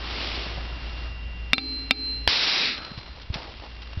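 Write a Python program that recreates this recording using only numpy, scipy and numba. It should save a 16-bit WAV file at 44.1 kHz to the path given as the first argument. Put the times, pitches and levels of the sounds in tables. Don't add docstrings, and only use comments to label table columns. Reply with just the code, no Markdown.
import sys
import numpy as np
from scipy import signal
from scipy.fft import rfft, irfft, next_fast_len
from scipy.io import wavfile
from scipy.ndimage import map_coordinates
from numba import njit

SR = 44100
rng = np.random.default_rng(int(sys.argv[2]) if len(sys.argv) > 2 else 0)


def waveform_to_disk(signal):
    frames = np.transpose(np.atleast_2d(signal))
    scaled = np.clip(frames, -1, 1) * 32767
    samples = np.round(scaled).astype(np.int16)
    wavfile.write(sys.argv[1], SR, samples)


N = 176400

# time_s, level_db
MOTOR_LEVELS = [(0, -33.5), (.6, -31), (2.3, -30.5), (2.799, -44), (3.15, -38.5), (3.5, -36.5), (4, -32)]
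# pitch_hz, relative_db
WHINE_TONES = [(1965, -57), (2745, -59), (2773.5, -46.5)]
# frequency_hz, density_db
AIR_SPECTRUM = [(20, 6), (50, 16), (95, 10), (160, 2), (350, -6.5), (800, -9.5), (2000, -11.5),
                (2800, -9.5), (4000, -14.5), (5500, -17)]
HUM_HZ, HUM_DRIFT_HZ, WHINE_GAIN_DB, AIR_DB = 57.3, 0.35, 32.3, -39.5

# time_s, relative_treble_db, relative_middle_db
AIM_SWISH = [(0.0, -39.5, -43.5), (0.048, -36.5, -41), (0.24, -30, -39), (.44, -34, -42), (.57, -40.5, -44),
             (0.8, -46, -48.5), (0.848, -41.5, -47), (1.072, -45, -48), (1.25, -69, -64)]
# time_s, relative_treble_db, relative_middle_db
MOVE_SWISH = [(2.8, -45.5, -45.5), (2.83, -43, -47), (3.32, -52.5, -57.5), (3.34, -38, -42),
              (3.468, -46, -50), (3.574, -47, -54.5), (3.664, -48.5, -48.5), (3.688, -50.5, -57),
              (4.0, -49, -52)]
# frequency_hz, density_db
CLOTH_TREBLE = [(1200, -22), (2200, 0.5), (3100, 1.5), (4500, 0), (5500, -4)]
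CLOTH_MIDDLE = [(80, -17), (280, 1), (500, -3), (1100, -2.5), (1900, -6), (2800, -21)]
# start_s, level_db, t60_s
CRINKLES = [(2.778, -17, .035), (2.8477, -16, .025), (2.976, -27, 0.096), (3.2147, -27, 0.06),
            (3.341, -12.5, 0.046), (3.819, -24, 0.045)]
# frequency_hz, density_db
CRINKLE_SPECTRUM = [(150, -18.5), (600, -2), (1500, -3), (3300, 4.5), (5500, 2.5)]

# start_s, level_db, pitch_hz
BUMPS = [(0.278, -18.5, 310), (.377, -19, 285), (.463, -21, 230), (0.578, -21, 132), (2.915, -15.5, 185),
         (2.976, -14.5, 114), (3.301, -7.5, 81), (3.357, -12.5, 150), (3.973, -8, 79.4)]
BUMP_T60_CYCLES, BUMP_RISE_S = 4, .0015

# centre_s, level_db, half_width_s
SCUFFS = [(.466, -36, .005), (.581, -37, .011), (3.082, -38.5, 0.012), (3.175, -40, .012),
          (3.391, -33, 0.039), (3.49, -38, 0.041), (3.646, -38.5, 0.031)]
# frequency_hz, density_db
SCUFF_SPECTRUM = [(150, -19), (500, 2), (900, 3.5), (1600, -27), (4000, -12.5)]

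# start_s, level_db, crack_db, top_modes_db
CONTACTS = [(1.5326, 5.5, 0, -1), (1.5813, -4, -4, -7), (1.9092, 4.5, 2, 4)]
# frequency_hz, density_db
CRACK_SPECTRUM = [(330, 4), (1000, -9), (1350, -3), (1950, -14), (2550, 4), (3080, -2), (3600, 6),
                  (4300, -2), (6000, -7)]
# frequency_hz, density_db
SHIMMER_SPECTRUM = [(150, 10), (300, 14.5), (600, -1), (2500, 1), (6000, -4)]
# pitch_hz, relative_db, t60_s
NECK_MODES = [(264, -10, .05), (785, -17, .035), (1320, -13, .04), (1600, -20, .035), (2130, -19, .03),
              (2320, -7, .05), (2425, -10, .042), (2570, -9, .018), (2722, -3, .036), (3090, -17, .03),
              (3440, -11, .025), (3640, -2.5, .036), (3930, -12, .035), (4390, -19, .04), (4700, -19, .035),
              (4950, -16, .035), (5350, -20, .03)]
# pitch_hz, relative_db, t60_s
BODY_MODES = [(258, -33, 1), (268.3, -31, 1.3), (315, -35, .8), (425, -37, 1), (783, -37, .3),
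              (2295, -41.5, 1), (2632, -45, 1.1), (3182, -42, .4), (4662, -35, .5)]
CRACK_T60_S, SHIMMER_GAIN_DB, SHIMMER_T60_S = 0.013, -38.5, 1.4
NECK_GAIN_DB, BODY_GAIN_DB, TOP_MODES_ABOVE_HZ = -1, -3.5, 4300

# start_s, level_db, crest_delay_s, swell_hz, relative_clang_db
HEAD_RINGS = [(1.5326, -22.5, .2, 3.2, 6), (1.9091, -20.5, .175, 3.3, -30), (2.2761, -24, .62, 1.3, -10)]
HEAD_HZ, HEAD_T60_S, CLANG_T60_S, SWELL_DEPTH = 4112, 2.1, .33, .5

# frequency_hz, density_db
SNAP_SPECTRUM = [(450, -16), (1000, -3), (3200, 0), (5500, -4)]
# pitch_hz, level_db, t60_s
KNOCK_MODES = [(90, -6, 0.045), (970, -2, 0.016), (1800, 3, .011), (3280, 3, .011), (4700, 1, .012)]
SNAP_S, SNAP_T60_S = 2.2762, .012

# frequency_hz, density_db
CHOKED_JET = [(60, -23.5), (118, -14.5), (700, -13.5), (785, -10), (896, -13), (1870, -9.5), (2220, -5.5),
              (3060, -6), (3600, -4), (3870, -.5), (4450, -5), (5500, -5), (7150, -10)]
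SLOWING_JET = [(60, -31), (250, -2), (800, -16), (1500, -6), (2550, 4), (3170, -5), (3850, 5.5),
               (4700, -2.5), (5500, -6)]
INRUSH_S, INRUSH_RISE_S, INRUSH_DB = 2.277, 0.005, -4
CHOKED_UNTIL_S, JET_CHANGE_S = 2.582, 0.12
FALL_S, FALL_DB, FALL_EXPONENT = .21, 31, 2.5

# frequency_hz, density_db
CAVITY_SPECTRUM = [(700, -30), (1150, -13), (1300, 0), (1420, -10), (1620, -7), (1800, -17), (2500, -26)]
CAVITY_CENTRE_S, CAVITY_HALF_WIDTH_S, CAVITY_DB = 2.77, 0.14, -36

# frequency_hz, gain_db
MIC_RESPONSE = [(20, -0.5), (5200, 0), (5600, -3), (5900, -13.5), (6250, -28), (6600, -73.5)]
KNEE_DB, ATTACK_S, RELEASE_S = -17.5, 0.0019, 0.14
SLOW_SHARE, SLOW_ATTACK_S, SLOW_RELEASE_S = 0.52, 0.42, 4.1
LOWPASS_HZ, TOP_HZ, OVERLOAD, FULL_SCALE = 5800, 16000, 0.73, .72


def amp(db):
    return 10 ** (np.asarray(db) / 20)


def unit(x):
    return x / np.sqrt(np.mean(x ** 2) + 1e-20)


def clock():
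    return np.arange(N) / SR


def since(start_s):
    return np.maximum(clock() - start_s, 0)


def decay(start_s, t60_s):
    return (clock() >= start_s) * np.exp(-np.log(1000) * since(start_s) / t60_s)


def rise(start_s, rise_s):
    return 1 - np.exp(-since(start_s) / rise_s)


def gaussian(centre_s, half_width_s):
    return np.exp(-((clock() - centre_s) / half_width_s) ** 2)


def coloured(x, curve):
    size = next_fast_len(N + 8192)
    hz, db = np.transpose(curve)
    gain_db = np.interp(np.log(np.fft.rfftfreq(size, 1 / SR) + 1), np.log(hz + 1), db)
    return irfft(rfft(x, size) * amp(gain_db), size)[:N]


def noise(spectrum):
    return unit(coloured(rng.standard_normal(N), spectrum))


def wobble(rate_hz):
    return map_coordinates(rng.standard_normal(2000), [clock() * rate_hz], mode='wrap')


def ring(modes, start_s, scatter_db):
    out = np.zeros(N)
    onset = round(start_s * SR)
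    for (hz, db, t60_s), chance in zip(modes, rng.standard_normal(len(modes))):
        t = clock()[:min(N - onset, int(2 * t60_s * SR))]
        envelope = amp(db + scatter_db * chance) * np.exp(-np.log(1000) * t / t60_s)
        out[onset:onset + len(t)] += envelope * np.sin(2 * np.pi * hz * t)
    return out


def motor_and_air():
    cycles = np.cumsum(HUM_HZ + HUM_DRIFT_HZ * wobble(21)) / SR
    hum = np.sin(2 * np.pi * cycles)
    whine = sum(amp(db) * np.sin(2 * np.pi * hz * clock() + .25 * wobble(14)) for hz, db in WHINE_TONES)
    motor_db = np.interp(clock(), *np.transpose(MOTOR_LEVELS))
    return amp(motor_db) * (hum + amp(WHINE_GAIN_DB) * whine) + amp(AIR_DB) * noise(AIR_SPECTRUM)


def swish(levels, gain_db, grain_db, fade_s=0.14):
    times_s, treble_db, middle_db = np.transpose(levels)
    t = clock()
    treble = amp(np.interp(t, times_s, treble_db)) * noise(CLOTH_TREBLE)
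    middle = amp(np.interp(t, times_s, middle_db)) * noise(CLOTH_MIDDLE)
    fade = np.clip(np.minimum(t - times_s[0], times_s[-1] - t) / fade_s + 1, 0, 1)
    slips = unit(amp(grain_db * wobble(220)))
    return amp(gain_db) * fade * (treble + middle) * slips


def clothing():
    bursts = sum(amp(db) * decay(s, t60_s) * rise(s, rise_s=0.0006) for s, db, t60_s in CRINKLES)
    crinkles = noise(CRINKLE_SPECTRUM) * bursts
    aiming = swish(AIM_SWISH, gain_db=2.5, grain_db=1.1)
    moving = swish(MOVE_SWISH, gain_db=8.3, grain_db=3.2)
    return aiming + moving + crinkles


def camera_bumps():
    out = np.zeros(N)
    for start_s, db, hz in BUMPS:
        envelope = amp(db) * decay(start_s, BUMP_T60_CYCLES / hz) * rise(start_s, BUMP_RISE_S)
        out += envelope * np.sin(2 * np.pi * hz * since(start_s))
    return out


def scuffs():
    return noise(SCUFF_SPECTRUM) * sum(amp(db) * gaussian(s, half_s) for s, db, half_s in SCUFFS)


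def struck_glass():
    out = np.zeros(N)
    for start_s, db, crack_db, top_db in CONTACTS:
        crack = amp(crack_db) * noise(CRACK_SPECTRUM) * decay(start_s, CRACK_T60_S)
        shimmer = amp(SHIMMER_GAIN_DB) * noise(SHIMMER_SPECTRUM) * decay(start_s, SHIMMER_T60_S)
        modes = [(hz, mode_db + top_db * (hz > TOP_MODES_ABOVE_HZ), t60_s)
                 for hz, mode_db, t60_s in NECK_MODES]
        neck = amp(NECK_GAIN_DB) * ring(modes, start_s, scatter_db=1.0)
        body = amp(BODY_GAIN_DB) * ring(BODY_MODES, start_s, scatter_db=2.5)
        out += amp(db) * (crack + shimmer + neck + body)
    return out


def hammer_head():
    out = np.zeros(N)
    for start_s, db, crest_delay_s, swell_hz, clang_db in HEAD_RINGS:
        t = since(start_s)
        swell = np.abs(1 + SWELL_DEPTH * np.exp(2j * np.pi * swell_hz * (t - crest_delay_s)))
        clang = amp(clang_db) * decay(start_s, CLANG_T60_S)
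        tone = amp(db) * decay(start_s, HEAD_T60_S) * np.sin(2 * np.pi * HEAD_HZ * t)
        out = np.where(clock() >= start_s, (swell + clang) * tone, out)
    return out


def fracture():
    snap = noise(SNAP_SPECTRUM) * decay(SNAP_S, SNAP_T60_S)
    return snap + ring(KNOCK_MODES, SNAP_S, scatter_db=1.0)


def inrush():
    unchoked_s = since(CHOKED_UNTIL_S)
    slowing = np.clip(unchoked_s / JET_CHANGE_S, 0, 1)
    jet = np.sqrt(1 - slowing) * noise(CHOKED_JET) + np.sqrt(slowing) * noise(SLOWING_JET)
    fall_db = FALL_DB * (unchoked_s / FALL_S) ** FALL_EXPONENT
    flutter_db = 0.44 * wobble(48)
    return jet * amp(INRUSH_DB - fall_db + flutter_db) * rise(INRUSH_S, INRUSH_RISE_S)


def tube_cavity():
    return noise(CAVITY_SPECTRUM) * amp(CAVITY_DB) * gaussian(CAVITY_CENTRE_S, CAVITY_HALF_WIDTH_S)


@njit
def follow(x, attack_s, release_s):
    out, level = np.zeros(len(x)), 0.
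    for i in range(len(x)):
        level += (x[i] - level) / (SR * (attack_s if x[i] > level else release_s))
        out[i] = level
    return out


def gain_control(x):
    excess_db = np.maximum(20 * np.log10(np.abs(x) + 1e-9) - KNEE_DB, 0)
    quick_db = follow(excess_db, ATTACK_S, RELEASE_S)
    slow_db = follow(SLOW_SHARE * quick_db, SLOW_ATTACK_S, SLOW_RELEASE_S)
    return x * amp(-np.maximum(quick_db, slow_db))


def scene():
    blows = struck_glass() + hammer_head() + fracture()
    filling = inrush() + tube_cavity()
    movement = clothing() + scuffs() + camera_bumps()
    mono = blows + filling + movement + motor_and_air()
    return np.array([mono, mono])


def record(dry):
    x = signal.sosfilt(signal.butter(10, LOWPASS_HZ, fs=SR, output='sos'), dry[0])
    x = OVERLOAD * np.tanh(gain_control(x) / OVERLOAD)
    x = np.clip(coloured(x, MIC_RESPONSE), -FULL_SCALE, FULL_SCALE)
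    x = coloured(x, [(TOP_HZ - 500, 0), (TOP_HZ + 1000, -80)])
    return np.array([x, x])


dry = scene()
out = record(dry)
waveform_to_disk(out)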